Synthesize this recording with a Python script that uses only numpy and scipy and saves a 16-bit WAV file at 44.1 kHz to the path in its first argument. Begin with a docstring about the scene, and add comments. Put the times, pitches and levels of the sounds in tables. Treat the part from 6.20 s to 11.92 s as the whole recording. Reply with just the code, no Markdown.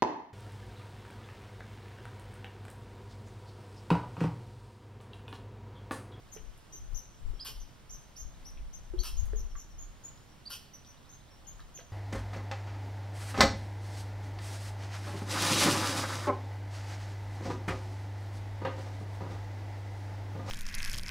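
"""A chipmunk chips unevenly among trees around a picnic table, from the start almost to the end; each chip
is a quick whistled arch with an echo tail. Early on, husk ticks, drips on wood and faint far calls join in.
A small bird scolds near 1.2, 2.8 and 4.3 s, each time with a whistle and then a rasp of chopped noise.
Gusts of shaped noise come and go over a light breeze, strongest near 3 s; a soft hiss runs throughout.
Late on comes a run of faint rising bird notes, and the last ticks and drips close the scene."""
import sys
import numpy as np
from scipy import signal
from scipy.fft import rfft, irfft
from scipy.io import wavfile
from scipy.ndimage import uniform_filter1d

SR = 44100
rng = np.random.default_rng(int(sys.argv[2]) if len(sys.argv) > 2 else 0)


def dump_mix(stems):
    """Bounce the given channels to the path in sys.argv[1] as a 16-bit WAV at rate SR."""
    frames = np.atleast_2d(stems).T  # one column per channel
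    limited = np.clip(frames, -1, 1)  # hard clip at full scale
    pcm = np.round(limited * 32767).astype(np.int16)
    wavfile.write(sys.argv[1], SR, pcm)


N = 252252  # length of the scene in samples

# Levels in the event tables are those before scene() mixes the layers.
# Left-right values above zero make the left side louder.

# The chipmunk's chips: (time [s], length [s], top pitch [Hz], rise time [s], level [dB], left-right [dB],
# voice breaks to a lower note [yes/no])
CHIP_CALLS = [(.117, 0.018, 6770, 0.0027, -50, 14, True), (0.522, 0.049, 6310, .0024, -47, 3, False),
              (.744, 0.039, 6310, .0025, -42, 15, False), (1.396, 0.03, 6090, 0.0019, -55, 0, False),
              (1.692, 0.058, 6308, 0.00383, -48, -1, False), (1.955, .06, 6520, .0095, -47.3, -5, False),
              (2.244, .047, 6120, .0095, -52, 6, False), (2.527, .036, 6340, 0.0039, -48.5, 16, False),
              (2.788, 0.028, 6349, 0.00348, -46, 1.5, False), (2.966, 0.037, 6710, 0.0041, -47.5, 3, False),
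              (3.158, 0.0206, 6740, .0025, -50.5, 5, True), (3.359, .036, 6990, .0044, -53, 3, True),
              (3.577, .054, 6780, .0045, -51.5, 5, False), (3.836, .03, 7025, .004, -45.5, 7, False),
              (4.533, .025, 5990, .0015, -50.5, -8, False), (4.657, 0.056, 6040, 0.00464, -58.5, 2, False),
              (4.886, .059, 6484, .0045, -55, 4, False), (5.268, 0.025, 6842, 0.0042, -47, 13, False),
              (5.539, .027, 6750, .0048, -51, 4, True)]
# The lower note after a break: how much of the chip passes first, and its level above that chip
BREAK_SHARE, BREAK_HZ, BREAK_LENGTH_S, BREAK_RISE_S, BREAK_EXTRA_DB = 0.62, 6180, 0.027, 0.001, 2

# The bird's scolds: (time [s], whistle length [s], top pitch [Hz], whistle level [dB], rasp length [s],
# rasp level [dB], grace note leads [yes/no])
BIRD_SCOLDS = [(1.196, .039, 5094, -46, .046, -44.5, True), (2.786, .033, 4535, -46.5, 0.057, -45, True),
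               (4.253, .033, 4767, -47.5, 0.055, -45.5, False)]
# The low grace note, which starts just before the whistle
GRACE_LEAD_S, GRACE_LENGTH_S, GRACE_HZ, GRACE_DB = 0.0046, 0.0134, 3348, -57
RASP_GAP_S = 0.009  # pause between whistle and rasp
# Colour of the rasp with the throat open: (frequency [Hz], relative level [dB per Hz])
OPEN_THROAT = [(600, -12), (1000, 3.5), (1450, 6), (2250, -8), (3050, 4), (3750, -5), (4450, 6.5),
               (5600, -2.5), (6900, -12), (8200, -18), (9100, -10), (10100, -10), (11750, 6), (13200, -11),
               (15800, -15)]
# Colour of the rasp as the throat narrows: (frequency [Hz], relative level [dB per Hz])
NARROW_THROAT = [(600, -25), (1500, -12.5), (2300, -17.5), (2750, 4.5), (3050, 6), (3600, -7.5), (4450, -9),
                 (5500, 6), (6900, -9.5), (8700, -5), (10300, -8.5), (11900, -9), (13200, -19),
                 (15800, -12)]

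# Answers from far off: (time [s], length [s], top pitch [Hz], level [dB])
FAR_ANSWERS = [(0.886, .22, 7600, -85), (.925, .04, 5570, -82), (1.136, .032, 5577, -76.5),
               (3.295, .023, 5688, -72.5), (3.5, 0.0325, 5735, -73.5), (4.083, .029, 5700, -76.5),
               (5.104, 0.0273, 5620, -74)]
# Short falling notes of distant birds: (time [s])
FALLING_NOTE_TIMES = [.333, 0.941, 1.158, 3.313, 3.72, 4.74, 5.255]
# A rising note is sung once alone, and later in an even run
LONE_RISE_S, RUN_START_S, RUN_STEP_S = 2.138, 4.765, 0.078

# Drips on wood: (time [s], ring level [dB], pitch [Hz], ring time to fall 60 dB [s],
# splash level over the ring [dB], splash time to fall 60 dB [s], left-right [dB])
WOOD_DRIPS = [(.163, -39, 440, 0.046, -16, .03, -11), (.547, -50.5, 380, 0.06, -11.5, .03, -15.5),
              (1.134, -53, 396, 0.074, -17, .03, -6), (1.284, -51, 437, 0.053, -14.5, .03, 1),
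              (2.737, -33, 362.5, 0.12, -21, .015, -16), (3.133, -32, 423, 0.043, -12, 0.0115, -12),
              (3.353, -45.5, 1154, 0.053, 1, 0.095, -9), (5.589, -42, 515, 0.037, -4, 0.061, -7),
              (5.610, -46.5, 670, 0.0404, -10, .04, -7)]
# Ways the wood vibrates: (multiple of the drip's pitch [ratio], level [dB])
WOOD_MODES = [(1.002, 1.5), (1.27, -14), (1.45, -44), (2.3, -31)]
# The sharpest husk ticks: (time [s], peak level [dB], centre frequency [Hz])
HUSK_TICKS = [(.136, -45, 9760), (.171, -46, 2240), (.378, -52, 10040), (2.374, -51, 1950),
              (3.056, -48, 10820), (3.976, -52, 4900), (4.648, -50, 4150), (5.395, -48, 1500),
              (5.404, -52, 4000), (5.575, -46, 2700), (5.603, -46.5, 3200)]
# Fainter ticks get a random time and a random frequency in this range
CRUMB_DB, CRUMB_LOW_HZ, CRUMB_HIGH_HZ = -57, 3500, 10500

# How long the far echo of the trees rings: (frequency [Hz], time to fall 60 dB [s])
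TREE_RING = [(300, 0.45), (1500, 0.287), (3000, 0.69), (6000, 0.585), (12000, 0.47)]
# How alike the echo is on both sides: (frequency [Hz], likeness [0-1])
ECHO_LIKENESS = [(300, 1), (3000, 0.82), (5500, 0.87), (6500, 0.47), (9000, 0.2), (15000, 0)]

# Light breeze at the microphone, before wind() raises it: (time [s], level [dB])
BREEZE_LEVEL = [(0.0, -67), (1.26, -57), (1.51, -66), (2.05, -59), (2.23, -50), (2.72, -51), (2.95, -37.5),
                (3.18, -43.5), (3.35, -52.5), (4.46, -75.5), (4.81, -66), (5.72, -62)]
# Gusts on top of the breeze: (time of peak [s], length [s], level [dB], left-right [dB])
WIND_GUSTS = [(0.258, 0.087, -42, 20), (.63, 0.064, -43, 2), (0.739, 0.0564, -30, 19),
              (1.096, 0.086, -31.5, 12), (1.394, 0.092, -39.5, 7), (1.744, .08, -47, 3),
              (2.052, 0.065, -40, 17), (2.423, 0.13, -40, -1), (2.72, 0.042, -36.5, 20),
              (2.791, 0.034, -24.5, 25.5), (3.014, 0.078, -27, 20), (3.169, 0.15, -31, 10),
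              (3.352, 0.051, -36, 2), (3.628, 0.17, -45, -2), (5.39, 0.16, -49, 3.5)]
# Colour of the slow eddies: (frequency [Hz], relative level [dB per Hz])
SLOW_EDDY_COLOUR = [(8, -11), (18, -0.5), (30, 5), (46, -1), (65, -13), (100, -20.5), (170, -52),
                    (400, -69)]
# Colour of the finer eddies: (frequency [Hz], relative level [dB per Hz])
FINE_EDDY_COLOUR = [(30, -9), (55, 1.5), (85, -0.5), (130, -12), (190, -34), (400, -65)]
# At this wind level the fine eddies have this level; they gain this many dB per dB of wind
FINE_AT_WIND_DB, FINE_DB, FINE_GROWTH = -27, -47, 1.5

# Colour of the outdoor hiss: (frequency [Hz], relative level [dB per Hz])
HISS_COLOUR = [(18, 0), (30, 0.5), (126, 0), (243, -7.5), (420, -13), (492, -12.5), (606, -13),
               (996, -13.5), (2550, -21.5), (3070, -20), (4540, -24.5), (5590, -24.5), (6210, -26.5),
               (6890, -27.5), (15500, -37)]
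# How alike the hiss is on both sides: (frequency [Hz], likeness [0-1])
HISS_LIKENESS = [(60, 0.84), (180, 0.343), (550, 0.41), (1650, 0.451), (4970, 0.6), (15000, 0.035)]
# Which side of the hiss is louder: (frequency [Hz], left-right [dB])
HISS_LEAN = [(60, -3), (180, -3.5), (550, -1.5), (1650, -1), (4970, -1), (15000, -1)]
HISS_DB = -56

# The microphone ports resonate differently in the treble: (frequency [Hz], lead of the left [radians])
PORT_LEAD = [(1000, 0), (5000, 0.57), (5700, 0.9), (6100, 2), (6500, 3), (7100, 2), (7800, 2),
             (10000, -0.6), (12500, 1.66)]
TOP_EDGE_HZ = 15800  # nearly everything above this is removed


def chips():
    """The chipmunk: one whistled arch per chip, with a second, lower one where the voice breaks."""
    notes = [row[:-1] for row in CHIP_CALLS]
    for s, length, _, _, db, pan_db, breaks in CHIP_CALLS:
        if breaks:
            break_s = s + BREAK_SHARE * length
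            notes.append((break_s, BREAK_LENGTH_S, BREAK_HZ, BREAK_RISE_S, db + BREAK_EXTRA_DB, pan_db))
    return arches(notes, sag=0.35, fall_s=0.0036, jitter=0.006, octave_db=-16, slope_db=-13.5,
                  flutter_db=2.7, swell_db=2.5, under_db=-19)


def arches(notes, sag, fall_s, jitter, octave_db, slope_db, flutter_db, swell_db=0, under_db=-60,
           usual_s=0.045):
    """Whistles that leap to their pitch, hold it on one swelling push of air, and drop as it ends."""
    out = np.zeros((2, N))
    for s, length, hz, rise_s, db, pan_db in notes:
        t = np.arange(int(length * SR)) / SR
        # slack is large at both ends of the note and small in between
        slack = np.exp(-t / rise_s) + np.exp((t - length) / fall_s)
        # a longer call starts and ends lower
        depth = min(sag * length / usual_s, 0.6)
        pitch = hz * (1 - depth * slack) * (1 + jitter * wander(len(t), 350))
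        phase = 2 * np.pi * np.cumsum(pitch) / SR

        # the slopes are weaker than the crest
        push_db = slope_db * slack + swell_db * t / length + flutter_db * wander(len(t), 160)
        push = signal.windows.tukey(len(t), 0.2) * amp(push_db)

        # the octave is a little hoarse, and the throat damps it on the highest notes
        hoarseness = 0.35 * wander(len(t), 1700)
        octave = amp(octave_db) * (1 + slack) * np.sin(2 * phase + hoarseness)
        octave = octave / (1 + (pitch / 6750) ** 24)
        # a faint tone an octave below shows as the voice slackens
        under = amp(under_db) * np.sqrt(slack) * np.sin(phase / 2)

        voice = push * (np.sin(phase) + octave + under)
        add(out, s, amp(db) * evened(voice), pan_db)
    return out


def whistles(rise_share=0.15, grace_rise_s=0.0017, pan_db=-4):
    """The whistled arch that opens each scold, sometimes led by a low grace note."""
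    notes = []
    for s, length, hz, db, _, _, graced in BIRD_SCOLDS:
        notes.append((s, length, hz, rise_share * length, db, pan_db))
        if graced:
            notes.append((s - GRACE_LEAD_S, GRACE_LENGTH_S, GRACE_HZ, grace_rise_s, GRACE_DB, 0))
    return arches(notes, sag=0.36, fall_s=0.00322, jitter=0.0082, octave_db=-27, slope_db=-13,
                  flutter_db=3, swell_db=3)


def rasps(flutter_hz=155, pulse_share=0.31, leak=0.64, fade_db=4, low_rise_s=0.0068, narrowing_s=0.028,
          uneven_db=0.5):
    """Uneven slaps of the bird's syrinx (voice organ) chop a hiss, coloured by a throat that narrows."""
    out = np.zeros((2, N))
    low_pass = signal.butter(2, 4000, fs=SR, output="sos")
    for start, whistle_s, _, _, length, db, _ in BIRD_SCOLDS:
        s = start + whistle_s + RASP_GAP_S
        t = np.arange(int(length * SR)) / SR
        # each whole turn is one slap; its puff dies away until the next
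        turns = np.cumsum(flutter_hz * (1 + 0.2 * wander(len(t), 170))) / SR
        puff_strength = leak + np.exp(-(turns % 1) / pulse_share)
        puffs = puff_strength * rng.standard_normal(len(t))
        level_db = uneven_db * wander(len(t), 600) - fade_db * t / length
        puffs = puffs * signal.windows.tukey(len(t), 0.34) * amp(level_db)

        openness = np.exp(-(t / narrowing_s) ** 2)
        voice = openness * coloured(puffs, OPEN_THROAT) + (1 - openness) * coloured(puffs, NARROW_THROAT)
        # the low part is held back at first, then swells in
        low = signal.sosfiltfilt(low_pass, voice)
        voice = voice - low * np.exp(-(t / low_rise_s) ** 2)
        add(out, s, amp(db) * voice, pan_db=1.5)
    return out


def answers(rise_s=0.003, pan_db=5):
    """Thin, flatter whistled arches from far off to the left."""
    notes = [(s, length, hz, rise_s, db, pan_db) for s, length, hz, db in FAR_ANSWERS]
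    return arches(notes, sag=0.17, fall_s=0.0033, jitter=0.0063, octave_db=-20, slope_db=-15,
                  flutter_db=1.0)


def slurs(count=5):
    """Distant birds: faint pure tones that glide straight down or up."""
    out = np.zeros((2, N))
    rise_times = [LONE_RISE_S, *(RUN_START_S + RUN_STEP_S * np.arange(count))]
    # (length [s], from [Hz], to [Hz], level [dB])
    fall_note = (0.011, 3500, 2700, -72)
    rise_note = (0.022, 3300, 4400, -72.5)
    for times, (length, from_hz, to_hz, db) in (FALLING_NOTE_TIMES, fall_note), (rise_times, rise_note):
        pitch = np.linspace(from_hz, to_hz, int(length * SR))
        tone = np.sin(2 * np.pi * np.cumsum(pitch) / SR)
        note = amp(db) * evened(tone * signal.windows.tukey(len(pitch), 0.6))
        for s in times:
            add(out, s, note)
    return out


def drips():
    """A soft blow makes the wood ring in several fading tones, with a short noise splash on top."""
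    out = np.zeros((2, N))
    t = np.arange(SR // 4) / SR
    soft_start = 1 - np.exp(-t / 0.001)
    for s, db, hz, t60, splash_db, splash_t60, pan_db in WOOD_DRIPS:
        ring = np.zeros(len(t))
        for multiple, mode_db in WOOD_MODES:
            ring += amp(mode_db - 60 * t / t60) * np.sin(2 * np.pi * hz * multiple * t)
        add(out, s, amp(db) * ring * soft_start, pan_db)
        splash = snap(1420, t60=splash_t60, octaves=0.44)
        add(out, s, amp(db + splash_db) * splash, pan_db)
    return out


def ticks(count=5):
    """Dry noise snaps of seed husks: a few sharp ones, and faint ones at random."""
    out = np.zeros((2, N))
    crumbs = []
    for when, height in rng.random((count, 2)):
        hz = CRUMB_LOW_HZ * (CRUMB_HIGH_HZ / CRUMB_LOW_HZ) ** height
        crumbs.append((when * N / SR, CRUMB_DB, hz))
    for s, db, hz in HUSK_TICKS + crumbs:
        add(out, s, amp(db) * snap(hz, t60=0.01, octaves=0.4))
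    return out


def snap(hz, t60, octaves):
    """A tiny fading burst of noise, filtered to a band around one frequency, with peak 1."""
    t = np.arange(2048) / SR
    edges = np.clip([hz / 2 ** octaves, hz * 2 ** octaves], 50, SR / 2 - 100)
    band = signal.butter(2, edges, "band", fs=SR, output="sos")
    burst = signal.sosfilt(band, rng.standard_normal(len(t)) * amp(-60 * t / t60))
    return burst / abs(burst).max()


def trees(x, near_db, far_db, near_t60=0.34, same_side=0.18):
    """Nearby trunks and boards scatter a quick echo; the wood beyond adds a longer tail."""
    t = np.arange(SR) / SR
    # sparse random reflections, about 4000 a second
    a, b = rfft(rng.standard_normal((2, SR)) * (rng.random((2, SR)) < 4000 / SR))
    taps = irfft(alike_pair(a, b, np.clip(read(ECHO_LIKENESS, np.fft.rfftfreq(SR, 1 / SR)), 0, 1)), SR)

    near = taps * amp(-60 * t / near_t60) * (1 - np.exp(-(t / 0.0057) ** 2))

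    # the far tail uses the reflections in reverse order; each frequency fades at its own pace
    hz, at, z = signal.stft(taps[:, ::-1], SR, nperseg=256)
    fade = amp(-60 * at / read(TREE_RING, hz)[:, None])
    far = signal.istft(z * fade, SR, nperseg=256)[1][:, :SR]
    far = far * (1 - np.exp(-t / 0.0262))

    echo = (amp(near_db) * evened(near) + amp(far_db) * evened(far)) / np.sqrt(SR)
    # most of what reaches the trees is the average of both sides
    sent = same_side * x + (1 - same_side) * x.mean(0)
    return x + signal.fftconvolve(sent, echo, axes=1)[:, :N]


def wind(breeze_db=2.0, breeze_pan_db=3, lull_db=2):
    """Gusts swell and die over a breeze; their slow eddies push on each microphone port separately."""
    t = np.arange(N) / SR
    breeze_level = np.interp(t, *np.transpose(BREEZE_LEVEL))
    breeze = amp(breeze_db + breeze_level + lull_db * wander(N, 7.2))
    power = (sides(breeze_pan_db) * breeze) ** 2
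    for s, length, db, pan_db in WIND_GUSTS:
        swell = np.exp(-(2 * (t - s) / length) ** 2)
        power = power + (amp(db) * sides(pan_db)) ** 2 * swell
    force = np.sqrt(power)

    slow = coloured(rng.standard_normal((2, N)), SLOW_EDDY_COLOUR)
    # even out the noise's own swings, so that the force sets the level
    slow = slow / np.sqrt(uniform_filter1d(slow ** 2, size=3000, axis=1) + 0.019)
    # finer eddies grow faster than the wind does
    fine = coloured(rng.standard_normal((2, N)), FINE_EDDY_COLOUR)
    fine_force = amp(FINE_DB) * (force / amp(FINE_AT_WIND_DB)) ** FINE_GROWTH
    return force * slow + fine_force * fine


def air(swell_db=0.5):
    """Far leaves and open air: a soft noise hiss, partly shared by both ears."""
    hz = np.fft.rfftfreq(N, 1 / SR)
    a, b = rfft(rng.standard_normal((2, N)))
    spectrum = alike_pair(a, b, np.clip(read(HISS_LIKENESS, hz), -1, 1))
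    lean_db = read(HISS_LEAN, hz) * np.array([[0.5], [-0.5]])
    spectrum = spectrum * amp(read(HISS_COLOUR, hz) + lean_db)
    return amp(HISS_DB + swell_db * wander(N, 3.9)) * evened(irfft(spectrum, N))


def alike_pair(a, b, likeness):
    """Makes a left and a right spectrum from two random ones, as alike as asked at each frequency."""
    return np.array([a, likeness * a + np.sqrt(1 - likeness ** 2) * b])


def amp(db):
    """Turns decibels into a gain."""
    return 10 ** (np.asarray(db) / 20)


def evened(x):
    """Scales a signal to rms (average strength) 1."""
    return x / np.sqrt(np.mean(x ** 2) + 1e-20)


def sides(pan_db):
    """Left and right gains that differ by pan_db, with rms 1."""
    return evened(amp([[pan_db / 2], [-pan_db / 2]]))


def add(mix, s, sound, pan_db=0):
    """Puts a sound into a stereo mix at s seconds, leaning left or right."""
    part = mix[:, max(round(s * SR), 0):][:, :len(sound)]
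    part += sides(pan_db) * sound[:part.shape[1]]


def read(points, hz):
    """Reads a table between its points, on a log-frequency axis."""
    f, value = np.transpose(points)
    return np.interp(np.log(hz + 1), np.log(f + 1), value)


def coloured(x, points):
    """Filters a signal by a table of levels over frequency, then scales it to rms 1."""
    size = x.shape[-1]
    gain = amp(read(points, np.fft.rfftfreq(size, 1 / SR)))
    return evened(irfft(rfft(x) * gain, size))


def wander(size, hz):
    """A smooth random curve of rms about 1, with little movement faster than hz."""
    f = np.fft.rfftfreq(size + SR, 1 / SR)
    noise = rfft(rng.standard_normal(size + SR))
    return evened(irfft(noise * np.exp(-(f / hz) ** 2)))[:size]


def scene():
    """Mixes the callers and small knocks among the trees with the wind and hiss."""
    calls = amp(-4.0) * trees(chips(), near_db=2.5, far_db=-6.5, near_t60=0.16)
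    calls += amp(1.0) * trees(whistles(), near_db=-4.5, far_db=-12, near_t60=0.22)
    calls += amp(-1.0) * trees(rasps(), near_db=2, far_db=-7.5, near_t60=0.21)
    calls += amp(4.5) * trees(answers(), near_db=2.5, far_db=-4)
    calls += amp(3.0) * trees(slurs(), near_db=-9, far_db=-8)
    knocks = trees(drips(), near_db=-6.5, far_db=-14.5, near_t60=0.24)
    knocks += amp(2.5) * trees(ticks(), near_db=0.0, far_db=-9, near_t60=0.087)
    return calls + knocks + wind() + air()


def record(dry):
    """Two small microphone ports shift the treble against each other; then a low-pass trims the top."""
    lead = read(PORT_LEAD, np.fft.rfftfreq(N, 1 / SR)) * np.array([[0.5], [-0.5]])
    heard = irfft(rfft(dry) * np.exp(1j * lead), N)
    low_pass = signal.firwin(511, TOP_EDGE_HZ, window=("kaiser", 9), fs=SR)
    return signal.oaconvolve(heard, low_pass[None], "same")


dry = scene()
out = record(dry)
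dump_mix(out)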